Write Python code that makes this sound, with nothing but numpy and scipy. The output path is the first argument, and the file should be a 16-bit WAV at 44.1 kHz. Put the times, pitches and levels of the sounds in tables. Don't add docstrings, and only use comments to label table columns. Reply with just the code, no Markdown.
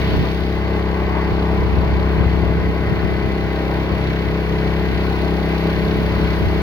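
import sys
import numpy as np
from scipy import signal
from scipy.fft import rfft, irfft, next_fast_len
from scipy.io import wavfile
from scipy.ndimage import uniform_filter1d, map_coordinates

SR = 44100
rng = np.random.default_rng(int(sys.argv[2]) if len(sys.argv) > 2 else 0)


def wrap_up_sound(samples):
    columns = np.atleast_2d(samples).T
    tamed = np.clip(columns, -1, 1)
    steps = np.round(tamed * 32767).astype(np.int16)
    wavfile.write(sys.argv[1], SR, steps)


def convert_level_to_amplitude(level_db):
    exponent = np.asarray(level_db, float) / 20
    return 10 ** exponent


N = 291932

# t/s, firing cycle f/Hz, crank throb level/dB, exhaust bark level/dB
ENGINE_RUN = [(0.0, 33.42, -21.5, -23.5), (0.39, 33.24, -21.9, -23), (0.78, 33.55, -20.8, -23.5),
              (1.17, 33.23, -21, -23), (1.56, 33.3, -20.0, -22.5), (1.95, 32.96, -19, -23),
              (2.34, 33.49, -18.5, -23), (2.73, 33.46, -21, -23), (3.12, 33.2, -22.2, -23),
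              (3.5, 33.07, -25, -23), (3.89, 33.279, -24.0, -23), (4.28, 33.1, -23.5, -23.5),
              (4.67, 33.1, -23.5, -22), (5.06, 33.2, -22, -22.5), (5.45, 33.09, -21.5, -21.5),
              (5.84, 33.27, -23.5, -21.5), (6.23, 33.045, -20.5, -21.4), (6.62, 33.14, -21, -22)]
# t/s, level/dB
SPRAY_LEVEL = [(0, -53), (.05, -54.5), (.3, -56), (.6, -60), (2.6, -60), (4.1, -58), (5.6, -55.5),
               (6.62, -56)]
# t/s, level/dB
SHUDDERS = [
    (.05, 1),
    (.16, 3),
    (.26, 5.5),
    (.83, -2),
    (1.0, 0),
    (1.18, 5),
    (1.34, 0),
    (1.88, 3),
    (3.91, 4.5),
    (4.1, 0),
]


def engine():
    cycle_hz, throb_db, bark_db = curves(ENGINE_RUN)
    spray_db, = curves(SPRAY_LEVEL)
    shudder_db = sum(db * bump(s, half_s=0.015) for s, db in SHUDDERS)
    shade_db = 3 * bump(0.38, half_s=0.17)
    turns = np.cumsum(cycle_hz + 0.0393 * wobble(12)) / SR - 0.025
    uneven_db = 1.1 * wobble(24)
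    noise = block_roar(turns, throb_db, bark_db, shudder_db, shade_db)
    noise += whirr(turns, spray_db, shudder_db, shade_db)
    noise += valve_clatter(turns, spray_db)
    noise += spray(turns, spray_db)
    hull_shake_db = 0.39 * wobble(9)
    return exhaust(turns, throb_db, bark_db + uneven_db) + convert_level_to_amplitude(hull_shake_db) * noise


# order of the firing cycle, level/dB
EXHAUST_ORDERS = [(1, -25.5), (2, -0.5), (3, -10.5), (4, -11.5), (5, -4), (6, -7.5), (7, -16), (8, -19),
                  (9, -11.5), (10, -10), (11, -10.5), (12, -13), (13, -8.5), (14, -19), (15, -22),
                  (16, -26), (17, -20), (18, -21), (19, -19), (20, -20.5), (21, -32.5), (22, -21.5),
                  (23, -42), (24, -18.5), (25, -24.5), (26, -29), (27, -29.5), (28, -34), (29, -24),
                  (30, -26.5)]
# order of the firing cycle, rms level/dB
TOOTH_ORDERS = [(33, -49), (38, -58.5), (43, -55.5), (48, -51), (52, -53), (54, -55.5), (57, -51),
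                (59, -58), (61, -46.5), (63, -53)]


def exhaust(turns, throb_db, bark_db):
    third_db = -35.5 + 0.46 * (throb_db + 20) + 2.8 * wobble(6.6)
    fourth_db = -36 - 1.05 * (throb_db + 22) + 2.8 * wobble(5.2)
    load_db = {1: throb_db, 2: throb_db, 3: third_db + 12.5, 4: fourth_db + 12}
    _, level = np.transpose(EXHAUST_ORDERS)
    fade = level[-1] - 0.37 * np.arange(1, 38)
    levels = np.concatenate([[0], level, fade])
    out = np.zeros((2, N))
    for k in range(1, 68):
        loose = min(k / 40, 1)
        phase = firing(k)
        if k > 14:
            phase += np.pi * k * k / 23
        slip = (0.15 * loose + 0.55 * (k > 13)) * wobble(3)
        drift_db = (0.79 + 1.9 * loose) * wobble(2.51)
        if k > 13:
            drift_db += 1.7 - 4 * abs(wobble(1.507))
        if k > 30:
            drift_db -= 3.9 + 6 * rng.random()
        out += tone(k, levels[k] + load_db.get(k, bark_db) + drift_db, turns, phase + slip)
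    for k, db in TOOTH_ORDERS:
        phase = rng.uniform(0, 2 * np.pi) + 0.9 * wobble(8)
        out += tone(k, db + 2.5 * wobble(3.3), turns, phase)
    return out


def firing(k):
    pull, late_cycles, turn_rad = (0.8, 0.475, -2.94) if k < 8 else (0.55, 0.04, -3.13)
    pair = np.angle(1 - pull * np.exp(-2j * np.pi * k * 0.65))
    return pair - 2 * np.pi * k * late_cycles + turn_rad


def tone(k, db, turns, phase):
    port = ports(np.array(k * turns[-1] * SR / N))[:, None]
    return 2 ** 0.5 * convert_level_to_amplitude(db) * abs(port) * np.cos(2 * np.pi * k * turns + phase + np.angle(port))


# f/Hz, density level/dB per Hz
ROAR_SPECTRUM = [(150, -43), (250, -3.5), (307, -2.5), (425, -5), (509, -4.5), (630, -9), (713, -10),
                 (1010, -9.5), (1300, -14), (1690, -56), (2860, -120)]


def block_roar(turns, throb_db, bark_db, shudder_db, shade_db):
    db = -31 + 0.4 * (throb_db + 22) + 0.24 * (bark_db + 23.5)
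    db += shudder_db - shade_db + 0.5 * wobble(6.6)
    swell = unit(beat(turns, at=0.25, once_db=0.9, twice_db=-0.84))
    return convert_level_to_amplitude(db) * swell * rush(ROAR_SPECTRUM, patchy_db=1.0)


# f/Hz, density level/dB per Hz
WHIRR_SPECTRUM = [(760, -38), (1300, -9), (1370, -6), (1490, -0.5), (1740, -3), (2060, -1), (2530, -4),
                  (2900, -9.5), (3770, -37), (6380, -120)]


def whirr(turns, spray_db, shudder_db, shade_db):
    db = -37.0 + 0.3 * (spray_db + 59.5) + 0.45 * shudder_db - 1.3 * shade_db + 0.6 * wobble(5)
    swell = unit(beat(turns, at=0.78, once_db=1.35, twice_db=0.3))
    return convert_level_to_amplitude(db) * swell * rush(WHIRR_SPECTRUM, patchy_db=0.8)


# f/Hz, density level/dB per Hz
CLATTER_SPECTRUM = [(1410, -19), (2400, 0.5), (3340, -1), (3780, -2.5), (4440, -6), (5490, -12.5),
                    (6730, -24.5), (7980, -36), (8600, -33.5), (11200, -66), (18900, -120)]


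def valve_clatter(turns, spray_db):
    db = -43.5 + 0.84 * (spray_db + 59) + 0.52 * wobble(7)
    swell = unit(beat(turns, at=0.56, once_db=1.5, twice_db=1.2))
    return convert_level_to_amplitude(db) * swell * rush(CLATTER_SPECTRUM, patchy_db=0.56)


# f/Hz, density level/dB per Hz
SPRAY_SPECTRUM = [(5000, -60.5), (8200, -27), (8900, -9.5), (9800, -1), (10500, 0), (12000, 2), (13600, -2),
                  (14600, 1), (15200, 6), (15900, -1.5)]


def spray(turns, spray_db):
    swell = unit(beat(turns, at=0.53, once_db=1.0, twice_db=1.0))
    return convert_level_to_amplitude(spray_db + 2.5) * swell * rush(SPRAY_SPECTRUM, patchy_db=1.5)


def beat(turns, at, once_db, twice_db):
    angle = 2 * np.pi * (turns - at)
    swell_db = once_db * np.cos(angle) + twice_db * np.cos(2 * angle)
    return convert_level_to_amplitude(swell_db * (1 + 0.35 * wobble(31)))


# f/Hz, density level/dB per Hz
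COWL_SPECTRUM = [(500, -60), (760, -14), (860, 0), (1000, -5), (1160, 1), (1300, -18), (1900, -70)]


def cowling():
    level = convert_level_to_amplitude(-36.5 + 2.5 * wobble(8)) * bump(1.14, half_s=0.45)
    return level * rush(COWL_SPECTRUM, patchy_db=2.5)


# f/Hz, density level/dB per Hz
WAKE_SPECTRUM = [(1200, -40), (1700, -2), (2500, 2), (3400, 3), (4000, -8), (5200, -10), (6500, -32),
                 (9000, -61)]


def wake():
    hold_s, fade_db_per_s = 0.16, 45
    db = -41.5 - fade_db_per_s * np.maximum(np.arange(N) / SR - hold_s, 0)
    return convert_level_to_amplitude(db + 1.5 * wobble(35)) * rush(WAKE_SPECTRUM, patchy_db=3.5)


# f/Hz, width/Hz, level/dB
CASING_MODES = [(646, 106, 5.5), (853, 63, 3.5), (1044, 260, 4.5), (1486, 160, 3.5), (1867, 40, 5),
                (2020, 27, 6), (2260, 110, 3.5), (2740, 80, -1.5), (4400, 780, 1.5)]
# f/Hz, likeness [0..1]
PORT_LIKENESS = [(200, 0.28), (600, 0.83), (1200, 0.2), (2000, 0.95), (2700, 0.48), (3800, 0.53),
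                 (4100, 0.15), (4600, 0.65), (5200, 0.26), (5800, .35), (7000, .1), (15000, .08)]


def rush(spectrum, patchy_db):
    z = signal.stft(rng.standard_normal((2, N)), nperseg=512)[2]
    field = uniform_filter1d(rng.standard_normal(z.shape[1:]), size=5, axis=0)
    field = uniform_filter1d(field, size=12, axis=1)
    pair = signal.istft(z * convert_level_to_amplitude(patchy_db * unit(field)), nperseg=512)[1][:, :N]

    def mid_side(hz):
        modes_db = sum(db / (1 + (2 * (hz - c) / w) ** 2) for c, w, db in CASING_MODES)
        turn = np.arccos(np.clip(along(PORT_LIKENESS, hz), 0, 1)) / 2
        return convert_level_to_amplitude(along(spectrum, hz) + modes_db) * [np.cos(turn), np.sin(turn)]

    mid, side = filtered(pair, mid_side)
    both = filtered(np.array([mid + side, mid - side]), ports)
    return both / np.std(both.mean(0))


# f/Hz, lead/rad
PORT_LEAD = [(0, -0.5), (780, 0.82), (1030, 0.5), (1640, 0.97), (2070, 1.27), (2670, 3.5), (3620, 4),
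             (3960, 4), (4310, 0), (4570, -0.5), (4820, 1.24), (8440, 9.5), (9470, 10.5), (9910, 19.5),
             (11300, 21), (11700, 21), (12600, 26), (13500, 28.5), (14800, 29), (16500, 35)]
# f/Hz, level/dB
PORT_BALANCE = [(60, 4), (200, 2), (380, 4.5), (700, 1), (1300, 3.5), (2400, 0), (3600, -0.5), (4500, -8.5),
                (5500, 4), (7200, 12.5), (8200, 8.5), (9500, 2.5), (13500, 2.5), (15300, 9.5)]


def ports(hz):
    lead_rad = np.interp(hz, *np.transpose(PORT_LEAD))
    half = convert_level_to_amplitude(along(PORT_BALANCE, hz) / 2) * np.exp(0.5j * lead_rad)
    return np.array([half, 1 / half])


# t/s, level/dB
HEADWIND_LEVEL = [(0, -30), (.1, -27), (.2, -23), (.32, -28), (.45, -32), (.9, -33.5), (1.9, -26.5),
                  (2.3, -26), (2.75, -30), (3.2, -30.5), (3.7, -32), (5.2, -32), (6.1, -28.5), (6.35, -30),
                  (6.47, -24), (6.62, -27)]
# f/Hz, density level/dB per Hz
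BUFFET_SPECTRUM = [(18, -17), (30, -9.5), (50, 3.5), (85, 6.5), (140, 5), (220, 1.5), (350, -10.5),
                   (600, -22), (1200, -53), (2500, -120)]
# t/s, peak level/dB, f/Hz
LEFT_THUMPS = [(0.212, -18.0, 113.0), (0.434, -19, 130.0), (1.543, -22, 135.0), (1.654, -19.0, 125.0),
               (1.788, -14, 95.0), (1.868, -20, 174.9), (2.207, -12, 128.0), (2.268, -16, 99.0),
               (2.336, -18.5, 131.1), (2.432, -16, 93.0), (2.503, -19, 140.0), (2.643, -18.0, 133.0),
               (2.921, -14.0, 165.0), (3.047, -15.0, 105.0), (3.155, -20, 122.0), (3.261, -17.0, 124.0),
               (3.337, -19, 117.0), (3.45, -23, 172.0), (3.929, -14.5, 111.0), (4.273, -17, 138.0),
               (4.935, -13.5, 114.0), (5.794, -22, 132), (6.121, -19, 121.0), (6.248, -19, 97.0),
               (6.478, -15, 85.0)]
# t/s, peak level/dB, f/Hz
RIGHT_THUMPS = [(0.195, -15, 193.0), (1.058, -19, 111.0), (1.325, -16.5, 103.0), (1.602, -21, 88.0),
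                (1.74, -15.0, 94.0), (1.839, -21, 141.0), (1.931, -13.5, 121.0), (2.187, -17, 82.0),
                (2.264, -20.0, 151.0), (2.558, -22.0, 137.0), (2.633, -19.0, 96.0), (2.879, -18, 139.0),
                (3.046, -23, 96.0), (3.11, -18.0, 114.0), (3.257, -22.0, 130.1), (4.89, -19.0, 108.0),
                (5.767, -23, 161.0), (5.877, -24, 116.0), (5.996, -19.0, 136.9), (6.156, -20.0, 106.0),
                (6.231, -24, 141.1), (6.462, -14, 106.0)]


def wind():
    push_s, push_db, puff_s, puff_db = 0.0054, 3.5, 0.03, -7
    leak = 0.29
    lumps_db = 3.3 * np.array([wobble(22), wobble(19)])
    power = convert_level_to_amplitude(1.95 * (curves(HEADWIND_LEVEL)[0] + lumps_db))
    push = np.zeros((2, N))
    for port, thumps in enumerate((LEFT_THUMPS, RIGHT_THUMPS)):
        for s, db, hz in thumps:
            power[port] += convert_level_to_amplitude(2 * (db + puff_db)) * bump(s, puff_s)
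            swing = 2 * np.pi * (0.82 * hz * (np.arange(N) / SR - s) + rng.random())
            push[port] += convert_level_to_amplitude(db + push_db) * bump(s, push_s) * np.sin(swing)
    air = unit(filtered(rng.standard_normal((2, N)), lambda hz: convert_level_to_amplitude(along(BUFFET_SPECTRUM, hz))))
    return np.sqrt(power) * air + push + leak * push[::-1]


def unit(x):
    return x / np.sqrt(np.mean(x ** 2) + 1e-20)


def along(points, hz):
    f, v = np.transpose(points)
    return np.interp(np.log(hz + 1), np.log(f + 1), v)


def curves(rows):
    s, *cols = np.transpose(rows)
    return [np.interp(np.arange(N) / SR, s, c) for c in cols]


def wobble(rate_hz):
    knots = rng.standard_normal(int(N * rate_hz / SR) + 4)
    return map_coordinates(knots, [np.arange(N) * rate_hz / SR], order=1)


def bump(at_s, half_s):
    out = np.zeros(N)
    start = max(round((at_s - 5 * half_s) * SR), 0)
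    stop = min(round((at_s + 5 * half_s) * SR), N)
    t = np.arange(start, stop) / SR
    out[start:start + len(t)] = np.exp(-0.5 * ((t - at_s) / half_s) ** 2)
    return out


def filtered(x, response):
    m = next_fast_len(N + 8192)
    return irfft(rfft(x, m) * response(np.fft.rfftfreq(m, 1 / SR)), m)[..., :N]


def scene():
    return engine() + cowling() + wake() + wind()


def top_cut(x):
    return signal.sosfilt(signal.butter(12, 15870, fs=SR, output="sos"), x)


def record(dry):
    top_hz = 15870
    mix = filtered(dry, lambda hz: hz < top_hz)
    return top_cut(mix)


dry = scene()
out = record(dry)
wrap_up_sound(out)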